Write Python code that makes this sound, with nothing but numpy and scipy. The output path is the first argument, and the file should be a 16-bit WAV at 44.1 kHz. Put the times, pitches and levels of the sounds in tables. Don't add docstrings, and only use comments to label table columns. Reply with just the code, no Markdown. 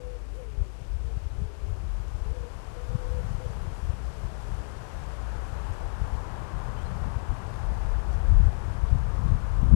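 import sys
import numpy as np
from scipy import signal
from scipy.fft import rfft, irfft, next_fast_len
from scipy.io import wavfile
from scipy.ndimage import uniform_filter1d

SR = 44100
rng = np.random.default_rng(int(sys.argv[2]) if len(sys.argv) > 2 else 0)


def put_to_file(sound):
    columns = np.atleast_2d(sound).T
    safe = np.clip(columns, -1, 1)
    whole_steps = np.round(safe * 32767)
    wavfile.write(sys.argv[1], SR, whole_steps.astype(np.int16))


N = 429975
TIME = np.arange(N) / SR

# start_s, length_s, pitch_hz, level_db (all table levels are relative)
SMOOTH_SPELLS = [(0, .24, 49, -40.5), (.25, .53, 53.5, -38), (.95, .25, 55.6, -41), (1.88, .15, 45, -32.5),
                 (3.99, .11, 59, -35), (5.05, .34, 56, -35)]
CALM_EDGE_S = 0.057


def from_db(db):
    return 10 ** (np.asarray(db) / 20)


def rms_one(x):
    return x / np.sqrt(np.mean(x ** 2) + 1e-20)


def in_time(rows):
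    times, *columns = np.transpose(rows)
    return [np.interp(TIME, times, column) for column in columns]


def swell(start, length, edge_s):
    opening = np.clip(np.minimum(TIME - start, start + length - TIME) / edge_s + .5, 0, 1)
    return opening * opening * (3 - 2 * opening)


def drift(rate_hz):
    step, settle = 40, 2000
    pole = np.exp(-2 * np.pi * rate_hz * step / SR)
    noise = rng.standard_normal(N // step + settle + 2)
    slow = signal.lfilter([1], [1, -2 * pole, pole * pole], noise)[settle:]
    return np.interp(np.arange(N) / step, np.arange(len(slow)), rms_one(slow))


def coloured(x, spectrum):
    hz, db = np.transpose(spectrum)
    size = next_fast_len(N)
    octave, points = np.log2(np.fft.rfftfreq(size, 1 / SR) + 1), np.log2(hz)
    beyond = np.abs(octave - np.clip(octave, points[0], points[-1]))
    gain = from_db(np.interp(octave, points, db) - 24 * beyond)
    return rms_one(irfft(rfft(x, size) * gain, size)[:N])


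def tone(hz):
    return np.sqrt(2) * np.sin(2 * np.pi * np.cumsum(hz) / SR)


def noise_band(centre_hz, width_hz):
    narrow = signal.butter(2, width_hz / 2, fs=SR, output="sos")
    in_phase, quadrature = signal.sosfilt(narrow, rng.standard_normal((2, N)))
    phase = 2 * np.pi * np.cumsum(centre_hz) / SR
    return rms_one(in_phase * np.cos(phase) + quadrature * np.sin(phase))


def turbulence(spectrum, span_s):
    swings = coloured(rng.standard_normal(N), spectrum)
    power = np.abs(signal.hilbert(swings, next_fast_len(N))[:N]) ** 2
    width = max(int(span_s * SR), 2)
    local_power = uniform_filter1d(uniform_filter1d(power, width), width)
    return rms_one(swings / np.sqrt(local_power + 1e-9))


def open_air(level_db=-57.5):
    # frequency_hz, density_db
    spectrum = [(120, -17), (230, -0.5), (320, 3), (450, 4.5), (700, -5.5), (1200, -23), (2500, -12)]
    return from_db(level_db) * coloured(rng.standard_normal(N), spectrum)


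def buffeting(roar_db=-40.0, roar_onset_db=-29, roar_growth=2.9, lump_rate_hz=14.5):
    # time_s, rumble_db, flutter_db
    breeze = [(0, -36.5, -54), (0.55, -44, -51.5), (0.83, -44, -52), (1.05, -28, -49), (1.3, -43, -58),
              (1.55, -37, -56), (1.9, -37, -47.5), (2.3, -43.5, -54), (2.7, -37, -51), (3.1, -36, -52),
              (3.6, -41, -49), (4.1, -41.5, -46.5), (4.85, -39.5, -47), (5.55, -37.5, -47.5),
              (6.35, -38.5, -42.5), (7.5, -37.5, -41), (8.2, -30, -45.5), (8.75, -36, -40),
              (9.05, -30, -39), (9.45, -34, -41), (9.6, -24.5, -32.5)]
    # start_s, length_s
    lulls = [(1.49, 0.13), (2.47, 0.36), (3.395, .05), (4.11, .09), (4.655, 0.27), (5.73, 0.043),
             (6.25, 0.28), (7.2, 0.083), (7.356, 0.18)]
    # start_s, length_s, rumble_db, flutter_db
    gusts = [(0.58, 0.051, -28, -43), (0.913, 0.057, -29, -54), (1.318, 0.13, -35, -44),
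             (1.65, 0.05, -45, -45), (1.705, 0.04, -34, -54), (1.848, 0.03, -36, -54),
             (2.065, 0.041, -38, -54), (2.259, 0.069, -31.5, -42.5), (2.375, 0.065, -41, -54),
             (2.895, 0.064, -37.5, -36.5), (3.047, 0.076, -34, -45.5), (3.14, 0.22, -40, -40),
             (3.54, 0.16, -39, -45.5), (3.828, 0.077, -32.5, -45), (4.218, 0.056, -34.5, -44),
             (4.48, 0.12, -36.5, -44), (5.689, 0.033, -27, -39), (5.808, 0.057, -33.5, -61),
             (6.012, 0.037, -30.5, -41), (6.122, 0.071, -32, -43), (6.543, 0.045, -31.5, -51),
             (6.91, 0.11, -42, -40), (7.022, 0.068, -35, -40), (7.303, 0.035, -36, -35),
             (7.631, 0.11, -31.5, -53), (7.844, 0.15, -30.5, -45.5), (8.07, 0.11, -31, -48),
             (8.282, 0.21, -19.5, -34), (8.835, 0.032, -23, -38), (8.907, 0.063, -35, -33),
             (9.184, 0.073, -34, -33.5), (9.29, 0.075, -28, -33), (9.62, 0.095, -33, -35),
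             (9.714, 0.039, -17, -27.5)]
    # frequency_hz, density_db
    rumble_spectrum = [(15, -18), (25, -7.5), (36, 2.5), (55, 4.5), (75, -1), (100, -13), (130, -28.5),
                       (200, -46)]
    flutter_spectrum = [(60, -6), (100, 7), (130, 0), (170, -5.5), (220, -14), (300, -28), (500, -55),
                        (1000, -59)]
    roar_spectrum = [(130, -11), (250, 9), (350, -3), (500, -19), (1000, -23), (2000, -46)]
    rumble_db, flutter_db = in_time(breeze)
    smooth_flow = sum(swell(start, length, CALM_EDGE_S) for start, length, _, _ in SMOOTH_SPELLS)
    lull = sum(swell(start, length, CALM_EDGE_S) for start, length in lulls)
    calm_db = -7 * smooth_flow - 5 * lull
    large_power = from_db(rumble_db + calm_db + 1.7 * drift(lump_rate_hz)) ** 2
    small_power = from_db(flutter_db + 2 * drift(lump_rate_hz)) ** 2
    for start, length, large_db, small_db in gusts:
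        gust = swell(start, length, edge_s=0.013)
        large_power += gust * from_db(large_db) ** 2
        small_power += gust * from_db(small_db) ** 2
    rumble = from_db(1.3) * np.sqrt(large_power) * turbulence(rumble_spectrum, span_s=0.047)
    flutter = from_db(1.04) * np.sqrt(small_power) * turbulence(flutter_spectrum, span_s=0.059)
    strength = np.sqrt(small_power) / from_db(roar_onset_db)
    roar = from_db(roar_db) * strength ** roar_growth * turbulence(roar_spectrum, span_s=0.0097)
    return rumble + flutter + roar


def vortex_hum(flicker_db=2, waver=0.013):
    hz, = in_time([(start + length / 2, pitch) for start, length, pitch, _ in SMOOTH_SPELLS])
    level = sum(from_db(db) * swell(start, length, CALM_EDGE_S) for start, length, _, db in SMOOTH_SPELLS)
    return level * from_db(flicker_db * drift(4.0)) * tone(hz * (1 + waver * drift(6.4)))


def far_rush(rush_db, trim_db=1.55, patchy_db=-0.07):
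    # frequency_hz, density_db
    spectrum = [(120, 0), (220, -3), (330, -5), (480, -3.5), (650, -3.5), (820, -3), (1050, -4),
                (1300, -6.5), (1600, -9), (2100, -18.5), (3000, -25), (4200, -33.5), (8000, -46)]
    level = from_db(rush_db + trim_db + patchy_db * drift(10.0))
    return level * coloured(rng.standard_normal(N), spectrum)


def leaf_hiss(hiss_db, trim_db=7.5, ticks_per_s=1100, grain_db=-6, size_spread_db=1.5, clump_db=1.5):
    # frequency_hz, density_db
    spectrum = [(200, 3), (500, 15.5), (1200, 6.5), (2100, 3.5), (3050, 3.5), (3500, 1.5), (4100, 0),
                (4800, 0.54), (7500, -2.5), (10800, -7), (12300, -12), (13800, -20), (15500, -24)]
    tick_rate = ticks_per_s * from_db(hiss_db - hiss_db.max() + clump_db * drift(9))
    sizes = from_db(size_spread_db * np.minimum(rng.exponential(1, N), 4)) * rng.choice([-1, 1], N)
    ticks = rms_one(sizes * (rng.random(N) < tick_rate / SR))
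    sway_db = .3 * drift(3)
    contacts = rng.standard_normal(N) + from_db(grain_db) * ticks
    return from_db(hiss_db + trim_db + sway_db) * coloured(contacts, spectrum)


def pigeon(waver=0.0074, flicker_db=-1.0, slide_hz_per_s=600, echo_s=.16, echo_db=-20):
    # time_in_phrase_s, pitch_hz, level_db
    notes = [
        [(.03, 418, -53), (.08, 442, -52), (.125, 512, -49), (.16, 486, -48.5), (.235, 478, -48),
         (.265, 492, -46.5)],
        [(.525, 488, -50.5), (.58, 493, -49.5), (.62, 488, -53), (.68, 490, -48), (.735, 495, -45.5),
         (.765, 510, -49.5), (.81, 494, -46.5), (.92, 500, -45), (.975, 492, -44.5), (1.0, 478, -47)],
        [(1.07, 250, -60), (1.14, 305, -59), (1.165, 420, -55), (1.18, 488, -46), (1.21, 525, -48),
         (1.235, 492, -44.5), (1.27, 476, -51), (1.31, 430, -55), (1.4, 398, -57), (1.53, 370, -60)],
        [(1.865, 450, -56), (1.895, 470, -51.5), (1.99, 425, -55)],
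        [(2.17, 398, -61), (2.29, 420, -54), (2.37, 413, -58), (2.46, 410, -55), (2.62, 385, -59),
         (2.69, 330, -58)],
    ]
    # start_s, then gain_db for each of the five notes
    phrases = [(-.82, 0, -1.5, 1, -.5, .5), (2.22, 0, .5, -1, -1.5, -4)]
    clear_db, hoarse_db = -17, -4
    hoarse_hz, clear_hz = 400, 480
    voice = np.zeros(N)
    wobble = 1 + waver * drift(38.5)
    flicker = from_db(flicker_db * drift(30))
    for start, *gains_db in phrases:
        for note, gain_db in zip(notes, gains_db):
            curve = np.array(note) + [start, 0, gain_db]
            hz, db = in_time(curve)
            glide_hz_per_s = uniform_filter1d(np.abs(np.gradient(hz)) * SR, size=3000)
            sliding = np.clip(glide_hz_per_s / slide_hz_per_s, 0, 1)
            low = np.interp(hz, [hoarse_hz, clear_hz], [1, 0])
            hoarse = from_db(clear_db + np.maximum(sliding, low) * (hoarse_db - clear_db))
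            level = from_db(db) * swell(curve[0, 0], curve[-1, 0] - curve[0, 0], edge_s=0.028)
            coo = tone(hz * wobble) + hoarse * noise_band(hz, width_hz=80)
            voice += level * coo / np.hypot(1, hoarse)
    voice *= flicker
    return voice + from_db(echo_db) * np.interp(TIME - echo_s, TIME, voice, left=0)


def leaf_brushes():
    # time_s, level_db, half_length_s, band_hz
    contacts = [(.356, -63, .001, 8000), (.36, -73, .04, 9500), (2.083, -63, .001, 7000),
                (2.647, -60, .001, 7000), (3.773, -70, .02, 9500), (4.09, -68, .05, 6500),
                (4.547, -59, .001, 8000), (5.738, -59.5, .001, 8000), (8.129, -57, .001, 7000),
                (8.139, -68.5, 0.013, 9000), (8.143, -63, 0.01, 5480), (8.885, -62, 0.012, 3600)]
    out = np.zeros(N)
    for time_s, db, half_length, hz in contacts:
        band = signal.butter(2, [hz * 0.63, min(hz * 1.2, SR / 3)], "band", fs=SR, output="sos")
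        envelope = np.exp(-((TIME - time_s) / half_length) ** 2 / 2)
        out += from_db(db) * envelope * rms_one(signal.sosfilt(band, rng.standard_normal(N)))
    return out


def eddy_hits():
    # time_s, peak_db, half_width_s
    eddies = [(0.615, -21, 0.0038), (.82, -31.5, 0.0025), (1.049, -29, 0.0032), (1.173, -24, .0027),
              (1.268, -25, 0.0042), (1.386, -21.5, .003), (1.42, -23, 0.0023), (1.457, -26, 0.0034),
              (1.84, -31.5, .002), (2.003, -25.5, 0.0028), (2.152, -22, .004), (2.222, -22, 0.0045),
              (2.272, -27, 0.0046), (2.313, -32, 0.0033), (2.41, -28, 0.0029), (2.956, -16.5, 0.0023),
              (3.145, -22.5, 0.0026), (3.172, -24, 0.0029), (3.25, -24, 0.0026), (3.31, -24, 0.0027),
              (3.352, -23, 0.0044), (3.385, -27.5, 0.0026), (3.467, -23.5, 0.0028), (3.503, -25.5, .0023),
              (3.63, -31, .0023), (3.676, -23, 0.0028), (3.724, -27, 0.0031), (3.899, -18.5, 0.0035),
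              (3.94, -27.5, 0.0024), (4.18, -30.5, 0.0033), (4.24, -26, 0.0031), (4.524, -27, 0.0022),
              (4.605, -27, 0.0046), (5.361, -27, .0038), (5.529, -24.5, .003), (5.612, -31.5, 0.0019),
              (5.707, -28, 0.0035), (6.017, -24, 0.0023), (6.464, -29, .0018), (6.542, -25, 0.0026),
              (6.69, -32.5, .002), (7.166, -22.5, .0035), (7.305, -21, 0.0054), (7.72, -26, .0021),
              (8.405, -18.5, 0.002), (8.841, -22, 0.0039), (8.929, -15, 0.0037), (8.96, -18, 0.003),
              (9.262, -19, 0.0019), (9.322, -12.5, 0.0028), (9.631, -18, 0.0016), (9.726, -8.5, 0.0026),
              (9.74, -9, 0.0017)]
    out = np.zeros(N)
    for time_s, db, half_width in eddies:
        offset = (TIME - time_s) / half_width
        out += from_db(db) * (offset ** 2 - 1) * np.exp(-offset ** 2 / 2)
    return out


def sough(width_hz=330, trim_db=-0.5):
    # time_s, centre_hz, level_db
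    band_curve = [(0, 700, -83), (2, 851, -63), (3.1, 1043, -61), (4, 894, -64), (5, 993, -66),
                  (5.7, 879, -55), (6.4, 999.4, -50), (7.3, 980, -52), (7.9, 792, -49.5), (8.5, 947, -65),
                  (9.1, 1068, -49.5), (9.75, 1038, -51.5)]
    hz, db = in_time(band_curve)
    return from_db(db + trim_db) * noise_band(hz, width_hz)


def small_bird(trim_db=7.0, flicker_db=2.5, waver=0.01494):
    # time_s, pitch_hz, level_db
    call = [(6.765, 2950, -78), (6.78, 3050, -68), (6.815, 3300, -72), (6.842, 3750, -83),
            (6.866, 4150, -69), (6.878, 4200, -82)]
    hz, db = in_time(call)
    sounding = (TIME > call[0][0]) & (TIME < call[-1][0])
    level = sounding * from_db(db + trim_db + flicker_db * drift(50))
    return level * tone(hz * (1 + waver * drift(88)))


def scene():
    # time_s, far_rush_db, leaf_hiss_db
    reed_wind = [(0, -58.5, -67.5), (0.7, -59.5, -66.5), (1.7, -55.5, -66), (2.4, -54, -64.5),
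                 (3.1, -50.5, -63), (3.8, -50.5, -63), (4.1, -51, -63), (4.6, -49.5, -63),
                 (5.5, -47.5, -63), (6.4, -46.5, -63.5), (7.5, -46.8, -64), (8.5, -47, -64),
                 (9.1, -47.5, -64.5), (9.75, -48, -64.5)]
    rush_db, hiss_db = in_time(reed_wind)
    wind = buffeting() + vortex_hum() + eddy_hits()
    reeds = far_rush(rush_db) + leaf_hiss(hiss_db) + leaf_brushes() + sough()
    left = from_db(4.5) * (open_air() + wind + reeds + pigeon() + small_bird())
    return np.stack([left, np.zeros(N)])


def record(dry, cutoff_hz=15400):
    rounded = dry / (1 + dry ** 8) ** (1 / 8)
    ends = swell(.002, TIME[-1] - .004, edge_s=.004)
    top_cut = signal.ellip(10, .1, 90, cutoff_hz, fs=SR, output="sos")
    return signal.sosfilt(top_cut, ends * rounded)


dry = scene()
out = record(dry)
put_to_file(out)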